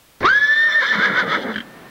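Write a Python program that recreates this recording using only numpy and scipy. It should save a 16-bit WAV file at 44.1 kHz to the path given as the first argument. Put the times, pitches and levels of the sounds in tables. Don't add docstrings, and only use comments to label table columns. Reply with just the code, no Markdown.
import sys
import numpy as np
from scipy import signal
from scipy.fft import rfft, irfft
from scipy.io import wavfile

SR = 44100
rng = np.random.default_rng(int(sys.argv[2]) if len(sys.argv) > 2 else 0)


def unload_audio(sound):
    columns = np.transpose(np.atleast_2d(sound))
    steps = np.round(np.clip(columns, -1, 1) * 32767)
    wavfile.write(sys.argv[1], SR, steps.astype(np.int16))


N = 83790
T = np.arange(N) / SR

# frequency in Hz, relative level in dB.
PUFF_SPECTRUM = [(20, -25.5), (110, -13), (900, -47)]
RUSTLE_SPECTRUM = [(40, -27.5), (170, -0.5), (900, -10.5), (1650, -12), (5600, -34)]
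HISS_SPECTRUM = [(100, 2), (3300, -6), (6500, -11), (15000, -11.5)]
# frequency in Hz, relative level in dB.
BASS_RESONANCES = [(40, -49), (100, -17), (270, -1), (370, -2.5), (535, 4.5), (680, -7), (900, -7),
                   (1300, -61.5)]
THROAT_RESONANCES = [(700, -40.5), (990, -2), (1100, -8.5), (1290, -0.5), (1650, 0.5), (2200, -1.5),
                     (2480, -21.5), (3200, -52.5)]
NOSE_RESONANCES = [(2550, -40), (3030, -6.5), (3230, -7.5), (3600, -0.5), (3900, -12), (4150, -8),
                   (4500, -18.5), (5400, -14.5), (5700, -48)]
# time in seconds, throat level in dB, nose level in dB.
RASP_LEVELS = [(.206, -35.5, -51), (.232, -31.5, -43), (.255, -17, -32), (.32, -34.5, -41),
               (.66, -34.5, -36.5), (.72, -27.5, -41.5), (.785, -32, -36.5), (.83, -20, -29),
               (.9, -28, -29.5), (.945, -18.5, -29), (.975, -22, -32.5), (1.05, -17.5, -26.5),
               (1.11, -23.5, -38.5), (1.2, -16, -26), (1.255, -31.5, -43.5), (1.32, -19.5, -27),
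               (1.355, -17, -31), (1.395, -32, -39), (1.43, -35.5, -35.5), (1.46, -29, -48),
               (1.52, -28, -41), (1.535, -40, -42), (1.63, -47, -62)]
# time in seconds, level in dB.
BASS_LEVELS = [(.208, -26.5), (.245, -24.5), (.3, -48), (.78, -45.5), (.915, -36.5), (.95, -31), (1.5, -28),
               (1.66, -66)]
# time in seconds, pitch in Hz, level in dB.
LOW_CONTOUR = [(.22, 340.2, -35.5), (.246, 372.3, -17), (.268, 384.9, -24.5), (.285, 495, -34.5),
               (.45, 570.3, -47.5), (.72, 621.2, -40.5), (.785, 602.7, -37.5), (.826, 542, -26),
               (.855, 539.2, -53.5)]
SQUEAL_CONTOUR = [(.236, 985, -33.5), (.247, 1075, -11), (.298, 1510, -10), (.355, 1680, -11.5),
                  (.56, 1781, -13.5), (.672, 1828, -14), (.705, 1750, -20), (.735, 1750, -22.5),
                  (.76, 1812, -11.5), (.798, 1815, -14), (.82, 1730, -23.5), (.85, 1630, -20),
                  (.89, 1740, -24.5), (.917, 1775, -11.5), (.94, 1770, -25.5), (.975, 1350, -33),
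                  (1.015, 1510, -19), (1.057, 1700, -14.5), (1.08, 1660, -19.5), (1.115, 1300, -31),
                  (1.158, 1460, -21), (1.2, 1545, -16), (1.26, 1200, -36.5), (1.352, 1320, -22.5),
                  (1.39, 1230, -41)]
# time in seconds, roughness from 0 to 1.
ROUGHNESS = [(.275, 0.46), (.32, 0.12), (.68, .07), (.725, .25), (.775, 0.07), (.84, .25), (.915, .12),
             (.96, 0.29)]
# time in seconds, level in dB.
OCTAVE_LEVELS = [(.24, -34.5), (.39, -35), (.52, -34), (.6, -29), (.695, -41.5), (.735, -22), (.79, -50.5),
                 (.88, -31.5), (.94, -39.5)]
THIRD_LEVELS = [(.25, -23.5), (.3, -39.5), (.35, -46), (.65, -49.5), (.71, -37.5), (.78, -52), (.86, -50),
                (.89, -39), (.95, -45.5)]
# middle in seconds, dip in dB.
SQUEAL_DIPS = [(.272, -9), (.287, -15.5), (.296, -11), (0.311, -7), (0.325, -9), (.345, -7.5), (0.401, -14),
               (0.472, -10.5), (.555, -6)]
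# middle in seconds, half length in seconds, pitch in Hz, level in dB.
LOW_GRUNTS = [(.975, 0.035, 207.7, -27.5), (1.112, 0.038, 185.1, -26), (1.262, .045, 175.1, -30.5),
              (1.378, 0.039, 195.7, -34.5), (1.47, 0.055, 240.1, -26.5), (1.566, .03, 218.3, -37.5)]
# frequency in Hz, time to fall 60 dB in seconds.
WOOD_DECAY = [(900, 1), (6000, .5)]
# start in seconds, level before filtering in dB.
NOSTRIL_FLAPS = [(1.541, -14.5), (1.559, -8), (1.5801, -9.5), (1.6041, -14)]
# frequency in Hz, gain in dB.
FLAP_FILTER = [(90, -12.5), (230, 5), (800, -23.5), (1700, 4), (2550, -18), (3150, 2), (3700, -16.5),
               (5600, -29.5)]
SMOOTHING_FILTER = [(4500, 0), (6200, -9.5), (7500, -34), (11000, -76.5)]

CALL_START_S = .204


def amp(db):
    return 10 ** (np.asarray(db) / 20)


def unit(x):
    return x / np.sqrt(np.mean(x ** 2) + 1e-20)


def curve(rows, column=1):
    rows = np.array(rows)
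    return np.interp(T, rows[:, 0], rows[:, column])


def level(rows, column=1, edge_s=.0013):
    fade_in = np.clip((T - rows[0][0]) / edge_s + 1, 0, 1)
    fade_out = np.clip((rows[-1][0] - T) / edge_s + 1, 0, 1)
    return amp(curve(rows, column)) * fade_in * fade_out


def at_frequency(rows, hz):
    row_hz, values = np.transpose(rows)
    return np.interp(np.log(hz + 1), np.log(row_hz), values)


def colour(x, shape):
    gain = amp(at_frequency(shape, np.fft.rfftfreq(2 * N, 1 / SR)))
    return irfft(rfft(x, 2 * N) * gain)[:N]


def noise(shape):
    return unit(colour(rng.standard_normal(N), shape))


def wander(hz):
    rolloff = 1 + (np.fft.rfftfreq(N, 1 / SR) / hz) ** 4
    return unit(irfft(rfft(rng.standard_normal(N)) / rolloff, N))


def burst(start_s, rise_s, decay_s):
    age = np.maximum(T - start_s, 0)
    return np.minimum(age / rise_s, 1) * np.exp(-np.maximum(age - rise_s, 0) / decay_s)


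def opening_puff():
    puff = amp(-30.5) * burst(CALL_START_S, rise_s=.0011, decay_s=.09) * noise(PUFF_SPECTRUM)
    catch = amp(-12.5) * burst(.23, rise_s=.00042, decay_s=.0059) * noise(THROAT_RESONANCES)
    return puff + catch


def outdoor_air(final_db=-41, swell_db_per_s=6.5):
    onset = np.clip((T - CALL_START_S) / .005, 0, 1)
    return onset * amp(final_db + swell_db_per_s * (T - T[-1])) * noise(RUSTLE_SPECTRUM)


def tract(drive, resonances, sink_per_s=.06):
    slowing_time = np.cumsum(1 - sink_per_s * (T - T.mean())) / SR
    ringing = colour(np.interp(T, slowing_time, drive), resonances)
    return unit(np.interp(slowing_time, T, ringing))


def rasp(low_cycles, voiced_share=.22):
    pulses = unit(np.diff(np.floor(low_cycles), prepend=0))
    drive = np.sqrt(voiced_share) * pulses + np.sqrt(1 - voiced_share) * rng.standard_normal(N)
    bass = level(BASS_LEVELS) * noise(BASS_RESONANCES)
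    throat = level(RASP_LEVELS) * tract(drive, THROAT_RESONANCES)
    nose = level(RASP_LEVELS, column=2) * tract(drive, NOSE_RESONANCES)
    return bass + throat + nose


def low_voice_motion(grunt_fall_hz_per_s=450, jitter=.13):
    gain = level(LOW_CONTOUR, column=2) + 1e-9
    weighted_hz = gain * curve(LOW_CONTOUR)
    for middle_s, half_s, grunt_hz, db in LOW_GRUNTS:
        arch = amp(db) * np.exp(-((T - middle_s) / half_s) ** 2)
        gain += arch
        weighted_hz += arch * (grunt_hz - grunt_fall_hz_per_s * (T - middle_s))
    hz = weighted_hz / gain * (1 + jitter * curve(ROUGHNESS) * wander(110))
    return np.cumsum(hz) / SR, gain


def low_voice(cycles, db_per_harmonic=-10):
    tone = sum(amp(db_per_harmonic * k) * np.cos(2 * np.pi * (k + 1) * cycles) for k in range(3))
    return unit(tone * (1 + .72 * wander(45)))


def squeal_dips(max_width_s=.013):
    dips_db = np.zeros(N)
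    for middle_s, db in SQUEAL_DIPS:
        age_s = middle_s - SQUEAL_CONTOUR[0][0]
        width_s = min(max_width_s, .46 * age_s ** 2)
        dips_db += db * np.exp(-((T - middle_s) / width_s) ** 2)
    return amp(dips_db)


def squeal(low_cycles, jitter=.045, shimmer=.69, flutter_hz=168):
    rough = curve(ROUGHNESS)
    hz = curve(SQUEAL_CONTOUR) * (1 + jitter * rough * wander(flutter_hz))
    phase, low_phase = 2 * np.pi * np.cumsum(hz) / SR, 2 * np.pi * low_cycles
    lower_side = amp(-24) * np.sin(phase - low_phase / 2)
    fundamental = squeal_dips() * level(SQUEAL_CONTOUR, column=2) * (np.sin(phase) + lower_side)
    smeared_phase = phase + .61 * np.sqrt(rough) * wander(flutter_hz)
    upper_side = amp(-15.5) * np.sin(2 * smeared_phase + low_phase)
    octave = level(OCTAVE_LEVELS) * (np.sin(2 * smeared_phase) + upper_side) * amp(2 * wander(57))
    third = level(THIRD_LEVELS) * np.sin(3 * smeared_phase) * amp(4.5 * wander(45))
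    flicker = 1 + shimmer * rough * wander(flutter_hz)
    return np.sqrt(2) * (fundamental + octave + third) * flicker


def wood(call, tail_db=-26, echo_db=-36.5, echo_s=1.095):
    hz, seconds, spectra = signal.stft(rng.standard_normal(N), SR, nperseg=256)
    decay = amp(-60 * seconds / at_frequency(WOOD_DECAY, hz)[:, None])
    response = signal.istft(spectra * decay, SR, nperseg=256)[1][:N]
    tail = signal.fftconvolve(call, response / np.linalg.norm(response))[:N]
    echo = np.interp(T - echo_s, T, call)
    return amp(tail_db) * tail + amp(echo_db) * echo


def nostril_flaps():
    envelope = sum(amp(db) * burst(s, rise_s=.00066, decay_s=.0073) for s, db in NOSTRIL_FLAPS)
    return colour(envelope * rng.standard_normal(N), FLAP_FILTER)


def scene():
    low_cycles, low_gain = low_voice_motion()
    voices = squeal(low_cycles) + low_gain * low_voice(low_cycles)
    horse = voices + rasp(low_cycles) + opening_puff() + nostril_flaps()
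    return (horse + wood(horse) + outdoor_air())[None]


def record(dry, ceiling=.385, coarse_rate_hz=11025, whine_hz=15625, band_limit_hz=15900):
    overloaded = dry[0] / (1 + (dry[0] / ceiling) ** 8) ** (1 / 8)
    step = round(SR / coarse_rate_hz)
    coarse = overloaded * step * (np.arange(N) % step == 0)
    smoothed = colour(coarse, SMOOTHING_FILTER)
    hiss = amp(-52) * noise(HISS_SPECTRUM)
    whine = amp(-73) * np.sqrt(2) * np.sin(2 * np.pi * whine_hz * T)
    lowpass = signal.firwin(511, band_limit_hz, window=("kaiser", 9), fs=SR)
    return signal.oaconvolve(smoothed + hiss + whine, lowpass, "same")[None]


dry = scene()
out = record(dry)
unload_audio(out)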